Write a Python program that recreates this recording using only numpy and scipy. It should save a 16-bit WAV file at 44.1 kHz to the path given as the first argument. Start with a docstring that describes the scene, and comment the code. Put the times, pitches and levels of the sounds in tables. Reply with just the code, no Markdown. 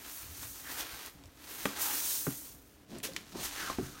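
"""Close to one microphone, dry feed is scooped from a tub: countless colliding flakes make
a fine hiss and a coarser crunch. Next the feed is poured into a plastic bucket, and the scoop
knocks as the pour starts and ends. Then comes a quick swish as an arm brushes past.
Last, a hand stirs the feed, scraping along the wall, and the bucket is bumped."""
import sys
import numpy as np
from scipy import signal
from scipy.fft import rfft, irfft, next_fast_len
from scipy.io import wavfile
from scipy.ndimage import map_coordinates

SR = 44100
rng = np.random.default_rng(int(sys.argv[2]) if len(sys.argv) > 2 else 0)


def wav_record(signal):
    """Record a signal, one row per channel, as 16-bit PCM in the file named by sys.argv[1]."""
    frames = np.transpose(np.atleast_2d(signal))
    bounded = np.clip(frames, -1, 1)
    # unit amplitude maps onto the largest positive 16-bit level
    quanta = np.round(bounded * 32767).astype(np.int16)
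    wavfile.write(sys.argv[1], SR, quanta)


N = 176400
TIME_S = np.arange(N) / SR
FLAKES_PER_S, CRUNCHES_PER_S, USUAL_FLOW_DB = 11000, 2400, -48  # hits a second at the usual flow
SURGE_DB = 1.13  # the level wavers because the feed slides unevenly


def amp(db):
    """Turn decibels into a number to multiply by."""
    return 10 ** (np.asarray(db) / 20)


def unit(x):
    """Scale a sound to an average (rms) level of 1."""
    return x / np.sqrt(np.mean(x ** 2) + 1e-20)


def curves(rows):
    """Join timed rows with straight lines: one curve for each column after the time."""
    times, *columns = np.transpose(rows)
    return [np.interp(TIME_S, times, column) for column in columns]


def wobble(per_s):
    """A smooth curve through per_s random values a second."""
    values = rng.standard_normal(int(N * per_s / SR) + 4)
    return map_coordinates(values, [TIME_S * per_s])


def filtered(x, gain_at):
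    """Turn each frequency up or down by gain_at(hz)."""
    size = next_fast_len(N + 8192)
    return irfft(rfft(x, size) * gain_at(np.fft.rfftfreq(size, 1 / SR)), size)[..., :N]


def coloured(x, colour, tilt_db=0):
    """Give a sound a colour (its mix of low and high) and a tilt per octave, at level 1."""
    points_hz, points_db = np.transpose(colour)

    def gain_at(hz):
        level_db = np.interp(np.log(hz + 1), np.log(points_hz), points_db)
        return amp(level_db + tilt_db * np.log2(hz / points_hz[-1] + 0.0038))
    return unit(filtered(x, gain_at))


def fade(t, fade_s):
    """Die away by 60 dB every fade_s seconds."""
    return np.exp(-np.log(1000) * t / fade_s)


def tone(t, hz, fade_s):
    """A ringing note that starts quickly and dies away."""
    return fade(t, fade_s) * np.sin(2 * np.pi * hz * t) * (1 - np.exp(-t * hz))


def swell(middle_s, length_s):
    """A rounded rise and fall around a moment."""
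    return np.exp(-np.abs(2 * (TIME_S - middle_s) / length_s) ** 3 / 2)


def swells(moves, colour):
    """Noise that rises and falls with each movement."""
    loudness = sum(amp(db) * swell(middle_s, length_s) for middle_s, length_s, db in moves)
    return loudness * coloured(rng.standard_normal(N), colour)


def add(track, start_s, sound):
    """Mix a sound into a track at a given time."""
    part = track[round(start_s * SR):][:len(sound)]
    part += sound[:len(part)]


def background():
    """A quiet, low noise whose level wavers a little."""
    # frequency_hz, level_db
    colour = [(20,-20),(55,-2.5),(235,-13),(287,-1.5),(340,-12.5),(1200,-22.5),(15500,-37)]
    level_db = -59 + 1.5 * wobble(per_s=10)
    return amp(level_db) * coloured(rng.standard_normal(N), colour)


def room(sound):
    """The walls send back a short, soft wash of echoes."""
    t = np.arange(SR // 2) / SR
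    echoes = rng.standard_normal(len(t)) * fade(t, fade_s=0.22) * (t > .003)
    return amp(-10.5) * signal.fftconvolve(sound, echoes / np.linalg.norm(echoes))[:N]


def bumps():
    """Soft, deep bumps."""
    # middle_s, length_s, level_db
    moves = [(.26,0.074,-55),(.32,0.043,-51),(.45,0.13,-53.5),(.945,.025,-56),(1.265,0.039,-53),(3.81,0.17,-52)]
    # frequency_hz, level_db
    colour = [(25,-21),(55,4),(100,-1),(200,-16),(600,-55)]
    return swells(moves, colour)


def bucket_shifts():
    """The bucket bends and shifts with a dull noise."""
    # middle_s, length_s, level_db
    moves = [(2.945,0.08,-46.5),(3.12,0.21,-54),(3.39,0.1,-45.5),(3.66,0.085,-55),(3.88,0.16,-54)]
    # frequency_hz, level_db
    colour = [(40,-12),(130,-1),(220,3),(370,0),(480,-11),(700,-9),(1500,-32)]
    return swells(moves, colour)


def brush():
    """A swish, likely a sleeve on the rim: its highest part starts at once and dies first."""
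    # cloth on plastic: frequency_hz, level_db
    colour = [(150,-9),(320,9),(900,-4),(3000,4),(7000,0),(15500,-3)]
    start_s, rise_s, split_hz = 3.03, 0.021, 8700
    t = TIME_S - start_s
    noise = coloured(rng.standard_normal(N), colour)
    low = filtered(noise, lambda hz: 1 / (1 + (hz / split_hz) ** 4))
    rise = np.clip(t / rise_s, 0, 1)
    after_s = np.maximum(t - rise_s, 0)
    body = low * np.sqrt(rise) * fade(after_s, fade_s=0.14)
    top = (noise - low) * rise ** 0.19 * fade(after_s, fade_s=0.1)
    return amp(-34) * (body + top)


def scrape(stroke, width_hz=340):
    """Rubbing makes a band of noise around a pitch that slides as the stroke goes on."""
    level_db, pitch_hz = curves(stroke)
    slips = filtered(rng.standard_normal((2, N)), lambda hz: 1 / (1 + (hz / width_hz) ** 2))
    phase = 2 * np.pi * np.cumsum(pitch_hz) / SR
    rubbing = unit(slips[0] * np.cos(phase) + slips[1] * np.sin(phase))  # moved up to the pitch
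    touching = (TIME_S > stroke[0][0]) & (TIME_S < stroke[-1][0])
    return amp(level_db) * rubbing * touching


def scrapes():
    """The scoop digs into the tub; later the hand slides along the bucket wall."""
    # time_s, level_db, pitch_hz
    scoop_stroke = [(.62,-65,1898),(.68,-47,1724),(.77,-78,1510)]
    # time_s, level_db, pitch_hz
    hand_stroke = [(3.35,-51,890),(3.52,-66,1709),(3.6,-44.5,1640),(3.675,-43,1400),(3.72,-47,1054),(3.75,-59,1061),(3.86,-53.5,1493),(3.92,-62.5,1388),(3.99,-54,1300)]
    return scrape(scoop_stroke) + scrape(hand_stroke)


def snaps():
    """Flakes and plastic snap: each sharp tick has a faint, short tail."""
    # start_s, level_db, brightness_hz
    ticks = [(.8066,-30.5,3000),(.893,-37,2200),(1.257,-49,6000),(1.061,-35.5,9800),(1.238,-49,3600),(1.772,-34,6000),(2.985,-39,6500),(3.002,-43,2500),(3.072,-37,5500),(3.1348,-40,4480),(3.164,-23,3100)]
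    out, t = np.zeros(N), np.arange(SR // 4) / SR
    loudness = fade(t, fade_s=0.0065) + amp(-15) * fade(t, fade_s=0.06)
    for start_s, level_db, hz in ticks:
        band = signal.butter(1, [hz * .75, min(hz * 1.35, SR / 2.2)], 'band', fs=SR)
        noise = signal.lfilter(*band, rng.standard_normal(len(t)))
        add(out, start_s, amp(level_db) * unit(noise) * loudness)
    return out


def knocks():
    """Each blow dents one spot of the wall and rings the bucket; soft contacts are duller."""
    # start_s, level_db, brightness_hz, spot_pitch_hz, spot_boost_db, spot_fade_s
    blows = [(1.152,-60,200,146,20.5,0.057),(1.6553,-31,9000,1165,5,.028),(1.6592,-34,550,278,11,.06),(2.2674,-36,1500,410,8,0.044),(2.27,-37,303,147,11.5,.11),(2.279,-31.5,302,270,5.5,0.13),(3.087,-49.5,450,534,11,0.083),(3.354,-46,600,360,18,.045),(3.699,-41,1500,1110,21,0.017),(3.785,-34.5,706,241,12,0.045),(3.794,-36,398,370,13,0.063),(3.806,-43.5,298,287,14.5,0.079),(3.821,-43,250,136,13,.13)]
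    # the notes the bucket rings with: pitch_hz, level_db, fade_s
    bucket_notes = [(130,-12,0.16),(148.3,-23,0.77),(150,-9,0.092),(207,-7.5,0.17),(288,-21,0.71),(289,0,0.06),(369,-4.5,0.14),(455,-13.5,0.15),(512,-9,0.08),(834,-10,0.096),(1050,-15,0.05),(1410,-6.5,0.063),(2130,-10,0.051),(2370,1,.032)]
    # the burst of noise in each blow: frequency_hz, level_db
    crack_colour = [(50,-8),(200,8.5),(650,2.5),(1000,1),(2700,-2.5),(4000,-11.5),(9000,-14)]
    out, t = np.zeros(N), np.arange(SR // 2) / SR
    for start_s, level_db, brightness_hz, spot_hz, spot_db, spot_fade_s in blows:
        ring = sum((-1) ** k * amp(db + rng.normal(0, 1)) * tone(t, hz, fade_s)
                   for k, (hz, db, fade_s) in enumerate(bucket_notes))
        noise = coloured(rng.standard_normal(N), crack_colour)[:len(t)]
        crack = amp(8) * fade(t, fade_s=0.042) * noise
        softened = signal.lfilter(*signal.butter(2, brightness_hz, fs=SR), ring + crack)
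        dent = amp(spot_db) * tone(t, spot_hz, spot_fade_s)
        add(out, start_s, amp(level_db) * (softened - dent))
    return out


def tiny_hits(per_s, flow_db, spread_db):
    """Random tiny hits of unequal size, more of them as more feed moves."""
    chance = np.clip(per_s / SR * amp(flow_db - USUAL_FLOW_DB), .02, 1)
    sizes = amp(spread_db * np.minimum(rng.standard_normal(N), 2)) * rng.choice([-1, 1], N)
    return sizes * (rng.random(N) < chance) / np.sqrt(chance)  # many or few, equally loud


def patter(level_db=-49):
    """The first falling flakes ring the bare bucket wall until feed covers it."""
    # the wall's hollow notes: pitch_hz, width_hz, level_db
    wall_notes = [(850,140,0),(1240,460,-2)]

    def wall(hz):
        return sum(amp(db) / (1 + (2 * (hz - pitch) / width) ** 2) for pitch, width, db in wall_notes)
    hits = filtered(tiny_hits(CRUNCHES_PER_S, level_db, spread_db=2), wall)
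    return amp(level_db) * swell(middle_s=1.86, length_s=0.14) * unit(hits)


def flakes(flow_db, split_hz=6900):
    """Large flakes tick below split_hz and small ones above; each kind surges on its own."""
    large, small = [tiny_hits(FLAKES_PER_S, flow_db, spread_db=4) * amp(SURGE_DB * wobble(per_s=16))
                    for _ in range(2)]
    low = filtered(large, lambda hz: 1 / np.hypot(1, (hz / split_hz) ** 2))
    high = filtered(small, lambda hz: (hz / split_hz) ** 2 / np.hypot(1, (hz / split_hz) ** 2))
    return low + high


def feed(flow, hiss_tilt_db=0, crunch_tilt_db=0):
    """Flakes slide and collide in small clumps: a fine hiss over a coarse crunch."""
    # frequency_hz, level_db
    hiss_colour = [(1000,-30),(3500,-7.5),(5000,-5.5),(6300,0.5),(7700,-3),(9200,0.5),(10500,-4.5),(11800,0.5),(15500,0)]
    # frequency_hz, level_db
    crunch_colour = [(100,-35),(300,2),(580,-4.5),(850,-1),(1600,0.5),(2100,-1.5),(4400,-3.5),(5500,-6),(12000,-24)]
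    hiss_db, crunch_db = curves(flow)
    clumps_db = wobble(per_s=110)
    hiss = coloured(flakes(hiss_db), hiss_colour, hiss_tilt_db) * amp(hiss_db + 0.87 * clumps_db)
    crunch = coloured(tiny_hits(CRUNCHES_PER_S, crunch_db, spread_db=2), crunch_colour, crunch_tilt_db)
    crunch *= amp(crunch_db + clumps_db + SURGE_DB * wobble(per_s=24.95))
    moving = (TIME_S >= flow[0][0]) & (TIME_S < flow[-1][0])
    return (hiss + crunch) * moving


def stirring():
    """A hand moves the feed around; buried flakes have a duller hiss."""
    # time_s, hiss_db, crunch_db
    flow = [(2.86,-80,-74),(2.915,-57,-56.5),(2.98,-82,-57),(3.02,-83,-72),(3.08,-59,-59),(3.15,-56.5,-57),(3.25,-63,-61.5),(3.34,-57,-57.5),(3.45,-36,-43),(3.5,-46.5,-50.5),(3.62,-44.5,-42.5),(3.7,-46,-44.5),(3.77,-54,-53.5),(3.85,-51.5,-54.5),(3.92,-54.5,-65),(4,-53,-54)]
    return feed(flow, hiss_tilt_db=-5.5, crunch_tilt_db=0.7)


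def scooping():
    """The scoop pushes through the flakes in the tub."""
    # time_s, hiss_db, crunch_db
    flow = [(0,-54,-56),(.1,-42.5,-53),(.16,-45.5,-55.5),(.3,-49,-55),(.43,-45,-53),(.52,-44.5,-57.5),(.65,-49,-55),(.715,-43,-46),(.765,-44.5,-47),(.805,-37,-40.5),(.84,-49,-48.5),(.96,-47,-48),(1.07,-52,-51),(1.12,-58.5,-63.5),(1.2,-69,-65)]
    return feed(flow)


def pouring():
    """Feed streams off the scoop and lands in the bucket."""
    # time_s, hiss_db, crunch_db
    flow = [(1.2,-72,-72.5),(1.33,-66,-68),(1.51,-46.5,-49),(1.65,-42.5,-47),(1.72,-48,-47.5),(1.78,-44,-44),(1.82,-32,-43),(1.91,-33,-41),(2.06,-33,-47),(2.21,-34,-54),(2.3,-41,-53.5),(2.48,-47,-63.5),(2.58,-59.5,-72.5),(2.85,-73,-73)]
    return feed(flow) + patter()


def scene():
    """Scooping, pouring and stirring over a quiet background, the same in both ears."""
    rustle = scooping() + pouring() + stirring()
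    close = rustle + knocks() + snaps() + brush() + scrapes()
    low = bucket_shifts() + bumps() + background()
    return np.tile(close + room(close) + low, (2, 1))


def record(dry, top_hz=15830):
    """Remove everything higher than top_hz."""
    return filtered(dry, lambda hz: hz < top_hz)


dry = scene()
out = record(dry)
wav_record(out)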